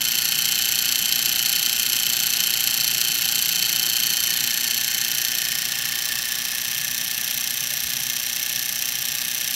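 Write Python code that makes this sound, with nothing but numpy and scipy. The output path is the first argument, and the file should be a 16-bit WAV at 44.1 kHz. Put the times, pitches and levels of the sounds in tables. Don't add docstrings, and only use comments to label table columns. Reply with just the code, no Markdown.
import sys
import numpy as np
from scipy import signal
from scipy.fft import rfft, irfft, next_fast_len
from scipy.io import wavfile

SR = 44100
rng = np.random.default_rng(int(sys.argv[2]) if len(sys.argv) > 2 else 0)


def digitize_waveform(pressure):
    field = np.atleast_2d(pressure).T
    bounded = np.clip(field, -1, 1)
    quanta = np.round(bounded * 32767).astype(np.int16)
    wavfile.write(sys.argv[1], SR, quanta)


N = 421149
TIME = np.arange(N) / SR

# t/s, speed/(turns per s)
SHAFT_SPEED = [(0.0, 29.321), (0.38, 29.941), (2.66, 29.55), (3.1, 29.099), (3.54, 29.846), (3.86, 29.037),
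               (4.03, 29.626), (4.86, 29.594), (6.03, 29.912), (6.44, 30.603), (6.99, 29.994),
               (7.38, 30.582), (7.66, 30.324), (9.14, 30.494), (9.55, 31.057)]
# shaft angle/turns, power decay before band damping/s, relative level/dB,
# brightness/(dB per band upwards), change from afar/dB
BLOWS = [(-0.345, 0.005, -3.5, -0.2, 2.0), (-0.315, 0.0013, 2.5, -0.6, -4), (-0.209, 0.00094, -1, 5, -4.3),
         (-0.046, 0.0021, 8.0, 0.9, -0.87), (0.038, 0.0015, 1, 1.6, 0), (0.166, 0.0012, 3.5, -1, 1.6),
         (0.212, 0.0011, 1.1, -3.5, -2.5), (0.418, 0.0018, -1.95, -2.3, 0), (0.47, 0.0022, -1, -2.5, 0.8)]
# low f/Hz, high f/Hz
BANDS = [(0, 2000), (2000, 5000), (5000, 8000), (8000, 22050)]
RUB_DB = [-5.5, -15, -20, -25]
REPEAT_SHARE = [.75, .62, .5, .2]
DAMPING = [.5, 1.35, 0.95, 1.25]
# f/Hz, half width/Hz, close gain/dB, far gain/dB
CHASSIS_MODES = [(1172, 140, -34, -35), (1508, 131, -21.5, -30), (1773, 124, -20, -19.5),
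                 (2156, 131, -20.5, -22), (2478, 63, -18.5, -23.5), (2695, 184, -16.5, -19.5),
                 (3067, 132, -9, -19.3), (3234, 134, -26.5, -20), (3627, 220, -21, -20.8),
                 (4086, 230, -15.5, -20.5), (4390, 148, -10, -24), (4694, 169, -21.5, -23.5),
                 (5304, 243, -18, -21), (5690, 205, -17.5, -16.5), (6090, 215, -14, -16.5),
                 (6730, 390, -22.5, -27.5), (7450, 245, -17, -22.5), (7870, 286, -25, -42),
                 (8313, 320, -24, -25.5), (8910, 380, -26.5, -29), (9550, 349, -25.5, -25),
                 (10110, 280, -22, -25.4), (10940, 333, -24, -27.5), (11545, 310, -15, -19),
                 (11830, 380, -23.5, -25), (12760, 390, -16.5, -21), (13188, 328, -24, -26),
                 (14000, 450, -28, -28.5), (14875, 430, -27.2, -25.5), (15473, 413, -28, -27)]
# middle t/s, half length/s, f/Hz, width/Hz, boost or cut/dB
PANEL_BEAMS = [(5.55, 1.45, 1790, 194, 4.5), (6.03, 0.53, 11670, 450, -8), (5.9, 0.7, 5190, 430, 3.0),
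               (6.03, 0.5, 5930, 500, -4), (4.45, 0.99, 6350, 240, 2), (6.1, 0.8, 1130, 120, 5)]
# f/Hz, half width/Hz, close gain/dB, far gain/dB
HOUSING_MODES = [(62, 24, -33.5, -37), (90, 8, -34, -35), (135.5, 12.3, -22, -23.5),
                 (165.7, 14.5, -23.5, -28), (187, 13, -26, -31.5), (229.4, 16.5, -25.5, -30),
                 (286, 50, -32.5, -36), (358.5, 41, -29.5, -36), (425, 50, -37, -41), (578, 87, -38, -36.5),
                 (668, 54, -34.5, -36.5), (771, 60, -28.5, -32), (843, 33, -33, -35.5),
                 (1017, 136, -36, -39.5), (1156, 22, -39, -31)]
# f/Hz, dry close rms level/dB, waver/Hz
HUM_TONES = [(46.4, -61.5, .25), (59.3, -67, 0.28), (119.9, -59, 0.086), (239.8, -54, .15),
             (260, -68.5, .4)]
# t/s, f/Hz, dry envelope peak/dB, time constant/s
HAND_BUMPS = [(7.70, 605, -47, 0.015), (7.84, 68, -41, .011)]


def gain_of(db):
    return 10 ** (np.asarray(db) / 20)


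def unit_rms(x):
    return x / np.sqrt(np.mean(x ** 2) + 1e-20)


def drift(per_s):
    knots = np.random.default_rng(rng.integers(2 ** 31)).standard_normal(int(TIME[-1] * per_s) + 3)
    return unit_rms(np.interp(TIME * per_s, np.arange(len(knots)), knots))


def band(x, edges):
    length = next_fast_len(N)
    hz = np.fft.rfftfreq(length, 1 / SR)
    return irfft(rfft(x, length) * ((hz >= edges[0]) & (hz < edges[1])), length)[:N]


def blow_hits(angle, start_turns=.469, uneven_db=.7, limp_db=.45, jitter_s=.00014, limp_s=.00014):
    turns = start_turns + np.cumsum(np.interp(TIME, *np.transpose(SHAFT_SPEED))) / SR
    turn = np.arange(int(turns[-1]) + 2)
    late, strong = rng.standard_normal((len(turn), 2)).T
    limp = (-1.) ** turn
    hit_s = np.interp(turn + angle, turns, TIME, left=-1, right=-1) + jitter_s * late - limp_s * limp
    heard = (hit_s > 0) & (hit_s < TIME[-1])
    hits = np.zeros(N)
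    hits[(hit_s[heard] * SR).astype(int)] = gain_of(uneven_db * strong + limp_db * limp)[heard] ** 2
    return hits


def repeating_chatter(hits, size=1024):
    last_hit = np.maximum.accumulate(np.arange(N) * hits.any(0))
    patterns = rng.choice([-1, 1], (len(hits), size))
    return patterns[hits.argmax(0)[last_hit], (np.arange(N) - last_hit) % size]


def whitened(x):
    hz, power = signal.welch(x, SR, nperseg=512, detrend=False)
    length = next_fast_len(N)
    colour = np.interp(np.fft.rfftfreq(length, 1 / SR), hz, np.sqrt(power * SR / 2))
    return irfft(rfft(x, length) / colour, length)[:N]


def ring(force, modes, far, size):
    centre, width, close_db, far_db = np.transpose(modes)[:, :, None]
    hz = abs(np.fft.fftfreq(size, 1 / SR))
    out = np.zeros(N)
    for db, blend in ((close_db, 1 - far), (far_db, far)):
        power = (gain_of(db) ** 2 / (1 + ((hz - centre) / width) ** 2) ** 2).sum(0)
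        log_spectrum = signal.hilbert(np.log(power + 1e-12) / 2).conj()
        response = np.fft.ifft(np.exp(log_spectrum)).real
        out += blend * signal.oaconvolve(force, response[:size // 2])[:N]
    return out


def cross_beams(x):
    for middle_s, half_s, hz, width_hz, db in PANEL_BEAMS:
        inside = np.exp(-((TIME - middle_s) / half_s) ** 4)
        resonance = signal.lfilter(*signal.iirpeak(hz, hz / width_hz, SR), x)
        x = x + (gain_of(db * inside) - 1) * resonance
    return x


def table_echo(x, far, close_s=.0015, extra_s=0.000894, strength=0.091):
    return x + strength * np.interp(TIME - close_s - extra_s * far, TIME, x, left=0)


def clatter(far, far_rub_db=3.0, level_db=0.03):
    angles, decays_s, levels_db, bright_db, far_db = np.transpose(BLOWS)
    bands_db = [levels_db + bright_db * step for step in np.arange(len(BANDS)) - (len(BANDS) - 1) / 2]
    hits = np.array([blow_hits(angle) for angle in angles])
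    repeating = repeating_chatter(hits)
    loose = rng.choice([-1, 1], N) * unit_rms(gain_of(1.2 * drift(2500)))
    heard = hits * gain_of(far_db[:, None] * far) ** 2
    force = np.zeros(N)
    for edges, blows_db, rub_db, share, damping in zip(BANDS, bands_db, RUB_DB, REPEAT_SHARE, DAMPING):
        power = sum(signal.lfilter([gain_of(db) ** 2], [1, -np.exp(-damping / (SR * decay_s))], train)
                    for db, decay_s, train in zip(blows_db, decays_s, heard))
        contacts = np.sqrt(share) * repeating + np.sqrt(1 - share) * loose
        force += band(contacts, edges) * np.sqrt(power)
        force += band(rng.standard_normal(N), edges) * gain_of(rub_db + far_rub_db * far)
    metal = ring(whitened(force), CHASSIS_MODES, far, size=2048)
    return gain_of(level_db) * table_echo(cross_beams(metal), far)


def belt_rumble(far):
    return ring(rng.standard_normal(N), HOUSING_MODES, far, size=32768)


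def tone(hz, db, waver_hz, flutter_db, flutters_per_s):
    cycles = np.cumsum(hz + waver_hz * drift(4)) / SR
    return gain_of(db + flutter_db * drift(flutters_per_s)) * np.sqrt(2) * np.sin(2 * np.pi * cycles)


def motor(far, far_db=-1.3):
    hum = sum(tone(*row, flutter_db=.5, flutters_per_s=5) for row in HUM_TONES)
    whine = tone(hz=818, db=-57, waver_hz=1.0, flutter_db=1.0, flutters_per_s=16)
    return (hum + whine) * gain_of(far_db * far)


def hand_bumps():
    out = np.zeros(N)
    for start_s, hz, db, decay_s in HAND_BUMPS:
        age = np.maximum(TIME - start_s, 0)
        envelope = age / decay_s * np.exp(1 - age / decay_s)
        out += gain_of(db) * envelope * np.sin(2 * np.pi * hz * age)
    return out


def scene(retreat_middle_s=5.14, retreat_length_s=3.8):
    move = np.clip((TIME - retreat_middle_s) / retreat_length_s, -.5, .5)
    far = .5 + .5 * np.sin(np.pi * move)
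    return (clatter(far) + belt_rumble(far) + motor(far) + hand_bumps())[None]


def record(dry, low_cut_hz=38, high_cut_hz=15850):
    thinned = signal.sosfilt(signal.butter(4, low_cut_hz, "highpass", fs=SR, output="sos"), dry)
    high_cut = signal.firwin(511, high_cut_hz, window=("kaiser", 9), fs=SR)
    return signal.oaconvolve(thinned, high_cut[None], "same")


dry = scene()
out = record(dry)
digitize_waveform(out)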